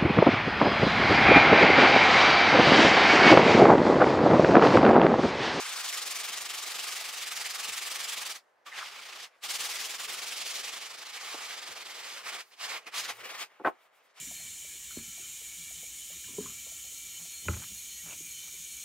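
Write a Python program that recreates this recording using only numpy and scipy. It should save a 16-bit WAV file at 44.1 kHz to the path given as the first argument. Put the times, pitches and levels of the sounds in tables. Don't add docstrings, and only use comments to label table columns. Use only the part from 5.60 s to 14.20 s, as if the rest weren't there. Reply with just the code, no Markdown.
import sys
import numpy as np
from scipy import signal
from scipy.fft import rfft, irfft, next_fast_len
from scipy.io import wavfile
from scipy.ndimage import uniform_filter1d

SR = 44100
rng = np.random.default_rng(int(sys.argv[2]) if len(sys.argv) > 2 else 0)


def gain_from_db(level_db):
    decades = np.asarray(level_db, float) / 20
    return 10 ** decades


def dump(signal):
    limited = np.clip(np.atleast_2d(signal).T, -1, 1)
    pcm = np.round(limited * 32767).astype(np.int16)
    wavfile.write(sys.argv[1], SR, pcm)


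N = 379260


def evened(x):
    return x / np.sqrt(np.mean(x ** 2) + 1e-20)


def read(points, hz):
    f, value = np.transpose(points)
    return np.interp(np.log(hz + 1), np.log(f + 1), value)


def coloured(x, points):
    size = next_fast_len(N)
    gain = gain_from_db(read(points, np.fft.rfftfreq(size, 1 / SR)))
    return evened(irfft(rfft(x, size) * gain, size)[..., :N])


def turns():
    # first_turn_s, strokes_until_next_row, even_turn_dip_db, odd_turn_dip_db
    runs = [(0.043, 3, 5.5, 3.5), (0.152, 1, 5.5, 0), (0.186, 6, 6, 8.5), (0.449, 5, 9.5, 8.5),
            (0.673, 7, 8.5, 10), (0.967, 15, 7, 7.5), (1.601, 1, 7, 8.5), (1.655, 8, 10, 9.5),
            (2.024, 7, 10.5, 9), (2.34, 8, 7.5, 11.5), (2.687, 1, 10, 6), (3.309, 5, 6, 5),
            (3.48, 5, 6.5, 9), (3.651, 1, 4.5, 0), (3.881, 4, 12, 6), (4.082, 4, 9.5, 5.5),
            (4.284, 2, 9, 6.5), (4.377, 4, 14.5, 4), (4.565, 4, 9, 8), (4.752, 6, 8.5, 5),
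            (5.026, 6, 9.5, 5.5), (5.289, 4, 10.5, 7), (5.447, 2, 12, 8), (5.521, 3, 9, 3),
            (5.63, 5, 2.5, 1.5), (5.801, 4, 5, 2), (5.961, 3, 7, 10), (6.101, 4, 8, 12), (6.288, 1, 6, 2),
            (6.335, 2, 5, 4), (6.425, 1, 6, 1), (6.716, 1, 9.5, 0), (6.779, 1, 7.5, 0),
            (7.078, 1, 9.5, -0.5), (7.424, 1, 6, 0), (7.475, 1, 11.5, 0), (7.629, 2, 13, 8),
            (7.735, 1, 6, 0), (7.771, 1, 8.5, 0)]
    uneven_s, uneven_db = 0.001, 0.9
    rows = []
    for (start_s, strokes, even_db, odd_db), following in zip(runs, runs[1:] + runs[-1:]):
        for k in range(round(strokes)):
            turn_s = start_s + (following[0] - start_s) * k / round(strokes)
            rows.append((turn_s, (even_db, odd_db)[k % 2]))
    jitter = rng.standard_normal((len(rows), 2)) * [uneven_s, uneven_db]
    return (np.array(rows) + jitter).T


def dip_db(t, turn_s=0.036, sharp=2.44):
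    s, depth_db = turns()
    nearest = np.searchsorted((s[1:] + s[:-1]) / 2, t)
    return depth_db[nearest] * np.clip(1 - abs(t - s[nearest]) / turn_s, 0, 1) ** sharp


def touch_db(t):
    # time_s, mid_stroke_hiss_db
    pressure = [(0.0, -39.5), (0.26, -36), (0.515, -36), (0.95, -38), (1.37, -38), (1.5, -40), (1.78, -37),
                (2.7, -37), (2.72, -40.5), (2.738, -52), (2.762, -44), (2.785, -58), (3.069, -52),
                (3.111, -59), (3.191, -42), (3.215, -46.5), (3.34, -48), (3.643, -42.5), (3.842, -39.5),
                (3.912, -34), (3.96, -35), (4.389, -39.5), (4.966, -37.5), (5.3, -44), (6.03, -43.5),
                (6.58, -47), (6.63, -57), (6.665, -45.5), (6.7, -41), (6.806, -45.5), (6.925, -60),
                (7.008, -44), (7.055, -38), (7.169, -45.5), (7.276, -53), (7.346, -41), (7.389, -34.5),
                (7.446, -40), (7.51, -39), (7.62, -52), (7.71, -48), (7.78, -44.5), (7.822, -42),
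                (8.234, -78.5), (8.49, -77), (8.575, -60)]
    # lands_s, lifts_s, landing_db_per_s, fizz_over_hiss_db (at firm pressure),
    # rustle_db (settled, after the lift)
    touches = [(0.0, 2.785, 903, -4, -86), (3.065, 3.645, 1600, -22, -79), (3.84, 6.626, 1150, -6.5, -70),
               (6.635, 6.81, 400, -5, -72.5), (6.922, 6.94, 620, -16, -79), (7.008, 7.176, 550, -11, -72),
               (7.269, 7.281, 1500, -25, -78), (7.346, 7.504, 760, -14, -67), (7.62, 7.83, 300, -6, -81.5),
               (8.234, 8.27, 53, -7, -92), (8.35, 8.51, 190, -10, -89), (8.575, 8.64, 570, 0, -78)]
    lifting_db_per_s = 589
    flap_db, flap_s = 12, 0.046
    fizz_follows, firm_db = 0.67, -37
    lands, lifts, landing, fizz_db, rustle_db = np.transpose(touches)
    bites = []
    for land_s, lift_s, rate in zip(lands, lifts, landing):
        held_db = np.interp(t.clip(land_s, lift_s), *np.transpose(pressure))
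        off_db = np.maximum(rate * (land_s - t), lifting_db_per_s * (t - lift_s)).clip(0)
        bites.append(held_db - off_db)
    bite_db = np.max(bites, 0)
    last = np.searchsorted(lifts, t).clip(1) - 1
    flapping_db = flap_db * np.exp(-abs(t - lifts[last]) / flap_s)
    rustle_db = np.where(t > lifts[0], rustle_db[last] + flapping_db, -120)
    nearest = np.searchsorted((lifts[:-1] + lands[1:]) / 2, t)
    eased_db = np.clip(firm_db - np.interp(t, *np.transpose(pressure)), -5, 10)
    return np.maximum(bite_db, rustle_db), fizz_db[nearest] - fizz_follows * eased_db


def grains(per_s, spread_db, patchy_db):
    # time_s, left_ear_lag_us
    place = [(0, -32), (1.3, -13), (1.7, 16), (4.1, -4.5), (4.8, 24), (7.2, 46.5), (7.7, -64), (8.2, -38)]
    # hz, likeness (0-1)
    likeness = [(60, 0.4), (400, 0.65), (2400, 0.81), (15000, 0.41)]
    # hz, left_over_right_db
    bias = [(900, 0.5), (3000, -1.5), (15000, 3)]
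    size = gain_from_db(spread_db * np.minimum(rng.exponential(1, (2, N)), 4))
    clicks = size * (rng.random((2, N)) < per_s / SR) * rng.standard_normal((2, N))
    hz, t, z = signal.stft(clicks, SR, nperseg=256, noverlap=192)
    patches = rng.standard_normal((len(t), len(hz))).T
    patches = uniform_filter1d(patches, size=4, axis=0)
    patches = evened(uniform_filter1d(patches, size=24, axis=1))
    same = np.clip(read(likeness, hz), 0, 1)[:, None]
    lag_us = np.interp(t, *np.transpose(place))
    near = gain_from_db(-0.012 * lag_us)
    left = z[0] * np.exp(-2j * np.pi * hz[:, None] * 1e-6 * lag_us) * near
    right = (same * z[0] + np.sqrt(1 - same ** 2) * z[1]) / near
    lean = gain_from_db(read(bias, hz) / 2)[:, None]
    pair = np.array([left * lean, right / lean]) * gain_from_db(patchy_db * patches)
    return signal.istft(pair, SR, nperseg=256, noverlap=192)[1][:, :N]


def sanding():
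    # hz, gain_db (relative)
    hiss_shape = [(900, -61), (1900, -14), (3000, -0.5), (5000, 0.5), (9000, -11.5), (16000, -25)]
    fizz_shape = [(3500, -29.5), (7000, 2), (11000, -3), (16000, -8.5)]
    hum_shape = [(450, -34.5), (750, -5), (970, -7), (1160, -1.5), (1480, -5), (2300, -3), (3600, -16.5),
                 (6000, -59)]
    body_shape = [(30, -69), (80, -33), (160, -19), (260, -14), (330, -9), (440, -1.5), (560, -3),
                  (900, -22)]
    # time_s, hum_over_hiss_db, body_over_hiss_db
    scuff = [(0.05, -2.5, -22), (0.3, -7, -23.5), (0.7, -5, -19.5), (2.72, -4.5, -20.5), (3.08, 5, -8),
             (3.14, 5, -18), (3.2, 0.5, -20), (3.25, 0, -21), (3.35, 0.5, -14.5), (3.62, -4.5, -17.5),
             (3.76, 10, -14), (3.86, -6.5, -21.5), (4.1, -5.5, -20.5), (4.5, -4.5, -13), (4.9, -7.5, -20),
             (5.25, -3.5, -14.5), (5.8, -1, -15.5), (6.55, -2, -11.5), (6.62, 4, -7), (6.7, 1, -11.5),
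             (7.05, -3, -20), (7.27, 10, 1.5), (7.4, -6.5, -22.5), (7.6, 9.5, 3), (7.8, 0.5, -15.5),
             (7.87, 2.5, -9), (7.92, 17, 6), (8.3, 11, -4), (8.56, 3.5, -18)]
    t = np.arange(N) / SR
    full_db, fizz_db = touch_db(t)
    turn_db = dip_db(t)
    s, *levels = np.transpose(scuff)
    hum_db, body_db = (np.interp(t, s, level) for level in levels)
    grit = grains(per_s=26000, spread_db=1.1, patchy_db=1.2)
    hiss = coloured(grit, hiss_shape) * gain_from_db(full_db - turn_db)
    fizz = coloured(grit, fizz_shape) * gain_from_db(full_db - 1.95 * turn_db + fizz_db)
    hum = coloured(grit, hum_shape) * gain_from_db(full_db - 0.79 * turn_db + hum_db)
    body = coloured(grit, body_shape) * gain_from_db(full_db - 0.5 * turn_db + body_db)
    return hiss + fizz + hum + body


def narrow_noise(start_s, end_s, hz, pole_width_hz, level_db, fade_s):
    t, r = np.arange(N) / SR, np.exp(-np.pi * pole_width_hz / SR)
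    wobble = rng.standard_normal(N) + 1j * rng.standard_normal(N)
    for _ in range(2):
        wobble = signal.lfilter([1], [1, -2 * r, r * r], wobble)
    fade = np.clip(np.minimum(t - start_s, end_s - t) / fade_s, 0, 1)
    return gain_from_db(level_db) * fade * evened((wobble * np.exp(2j * np.pi * hz * t)).real)


def chatter():
    # start_s, end_s, centre_hz, pole_width_hz, level_db
    stretches = [(0, .27, 1508, 900, -50), (.2, 1.45, 1214, 300, -59.5), (3.062, 3.09, 1200, 380, -52),
                 (3.115, 3.145, 1950, 1000, -47), (3.15, 3.178, 2110, 1500, -46),
                 (3.175, 3.201, 2112, 1960, -38.5), (3.203, 3.239, 1397, 1000, -43)]
    return sum(narrow_noise(*row, fade_s=0.0054) for row in stretches)


def shop(x):
    # hz, t60_s
    decay = [(500, 0.14), (4000, 0.074), (12000, 0.099)]
    taps = np.zeros((2, SR // 2))
    at = np.arange(200, SR // 2 - 20, 20)
    at = at + rng.integers(0, 20, (2, len(at)))
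    np.put_along_axis(taps, at, rng.choice([-1., 1.], at.shape), 1)
    hz, t, z = signal.stft(taps, SR, nperseg=256)
    t60_s = np.maximum(read(decay, hz), 0.02)[:, None]
    tail = signal.istft(z * gain_from_db(-60 * t / t60_s), SR, nperseg=256)[1]
    return signal.oaconvolve(x.mean(0)[None], tail / np.linalg.norm(tail[0]), axes=1)[:, :N]


def air():
    # hz, gain_db (relative)
    air_shape = [(24, -65), (40, -33), (229, -20.5), (377, -9), (606, -3), (1860, -9), (4460, -41.5),
                 (15500, -40)]
    shared, apart = rng.standard_normal(N), rng.standard_normal((2, N))
    return gain_from_db(-69) * coloured(shared + 0.96 * apart, air_shape)


def knocks(push_s=0.0032, crack_db=-3, crack_s=0.014, ears_s=5e-5):
    # mode_hz, level_db, t60_s
    board = [(102, -26, .08), (178, -24, .07), (345, -13, .05), (397, -8, .05), (455, -5, .045),
             (558, -7, .05), (735, -3, .032), (824, 1, .035), (915, -1, .03), (1095, 4, .028),
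             (1300, 5, .018), (1500, 5, .02), (1825, 3, .022), (2190, -5, .018)]
    # time_s, level_db, top_hz (brightness)
    blows = [(1.611, -68, 150), (2.08, -54, 400), (2.095, -67, 110), (4.565, -66, 200), (5.741, -41, 1000),
             (6.086, -55, 450), (6.1, -65, 130), (8.052, -50, 160), (7.997, -43, 750), (8.009, -43.5, 650),
             (8.038, -48, 1000), (8.047, -25, 1900), (8.058, -25.5, 1900), (8.068, -23.5, 1800),
             (8.079, -30, 1300)]
    t, out = np.arange(8000) / SR, np.zeros((2, N))
    hz, mode_db, t60_s = np.transpose(board)[:, :, None]
    delay_s = abs(ears_s * rng.standard_normal((2, *hz.shape)))
    waves = gain_from_db(mode_db - 60 * t / t60_s) * np.sin(2 * np.pi * hz * (t - delay_s).clip(0))
    for s, db, top_hz in blows:
        rough = rng.standard_normal((3, len(t)))
        modes = (waves / (1 + (hz / top_hz) ** 4)).sum(1)
        push = rough[:1] * t * np.exp(-t / push_s)
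        ring = signal.fftconvolve(push, modes, axes=1)[:, :len(t)]
        band = signal.butter(2, [top_hz / 4, 0.8 * top_hz], "band", fs=SR)
        dull = signal.lfilter(*band, rough[0] + 0.7 * rough[1:])
        crack = gain_from_db(crack_db) * evened(dull) * (1 - np.exp(-t / push_s)) * np.exp(-t / crack_s)
        thin = signal.butter(3, min(top_hz / 2, 340), "high", fs=SR)
        blow = signal.lfilter(*thin, ring / np.std(ring[:, :600]) + crack)
        blow = signal.lfilter(*signal.butter(1, top_hz, fs=SR), blow)
        part = out[:, round(s * SR):][:, :len(t)]
        part += gain_from_db(db) * blow[:, :part.shape[1]]
    return out


def rustles():
    # centre_s, half_length_s (to 1/e), level_db
    puff_rows = [(6.89, .07, -68.5), (7.56, .05, -59), (8.235, .04, -73), (8.368, 0.031, -72),
                 (8.455, .025, -74), (8.076, 0.026, -58.5)]
    # hz, gain_db (relative)
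    rustle_shape = [(2500, -20), (7000, -7), (16000, -7)]
    t = np.arange(N) / SR
    puffs = sum(gain_from_db(db) * np.exp(-((t - s) / half_s) ** 2) for s, half_s, db in puff_rows)
    return puffs * coloured(rng.standard_normal(N) + rng.standard_normal((2, N)), rustle_shape)


def drone():
    # start_s, end_s, centre_hz, pole_width_hz, level_db
    stretch = (7.34, 7.78, 110.5, 20, -78)
    return narrow_noise(*stretch, fade_s=0.04)


def scene():
    work = sanding() + chatter() + knocks() + drone()
    return work + gain_from_db(-14.5) * shop(work) + air() + rustles()


def band_limit(x):
    return signal.sosfilt(signal.butter(12, 16190, fs=SR, output="sos"), x)


def record(dry):
    # low_hz, top_hz
    band_limits = (55, 15760)
    low_hz, top_hz = band_limits
    heard = signal.sosfilt(signal.butter(2, low_hz, "high", fs=SR, output="sos"), dry)
    lowpass = signal.firwin(511, top_hz, window=("kaiser", 9), fs=SR)
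    heard = signal.oaconvolve(heard, lowpass[None], "same")
    return band_limit(heard)


dry = scene()
out = record(dry)
dump(out)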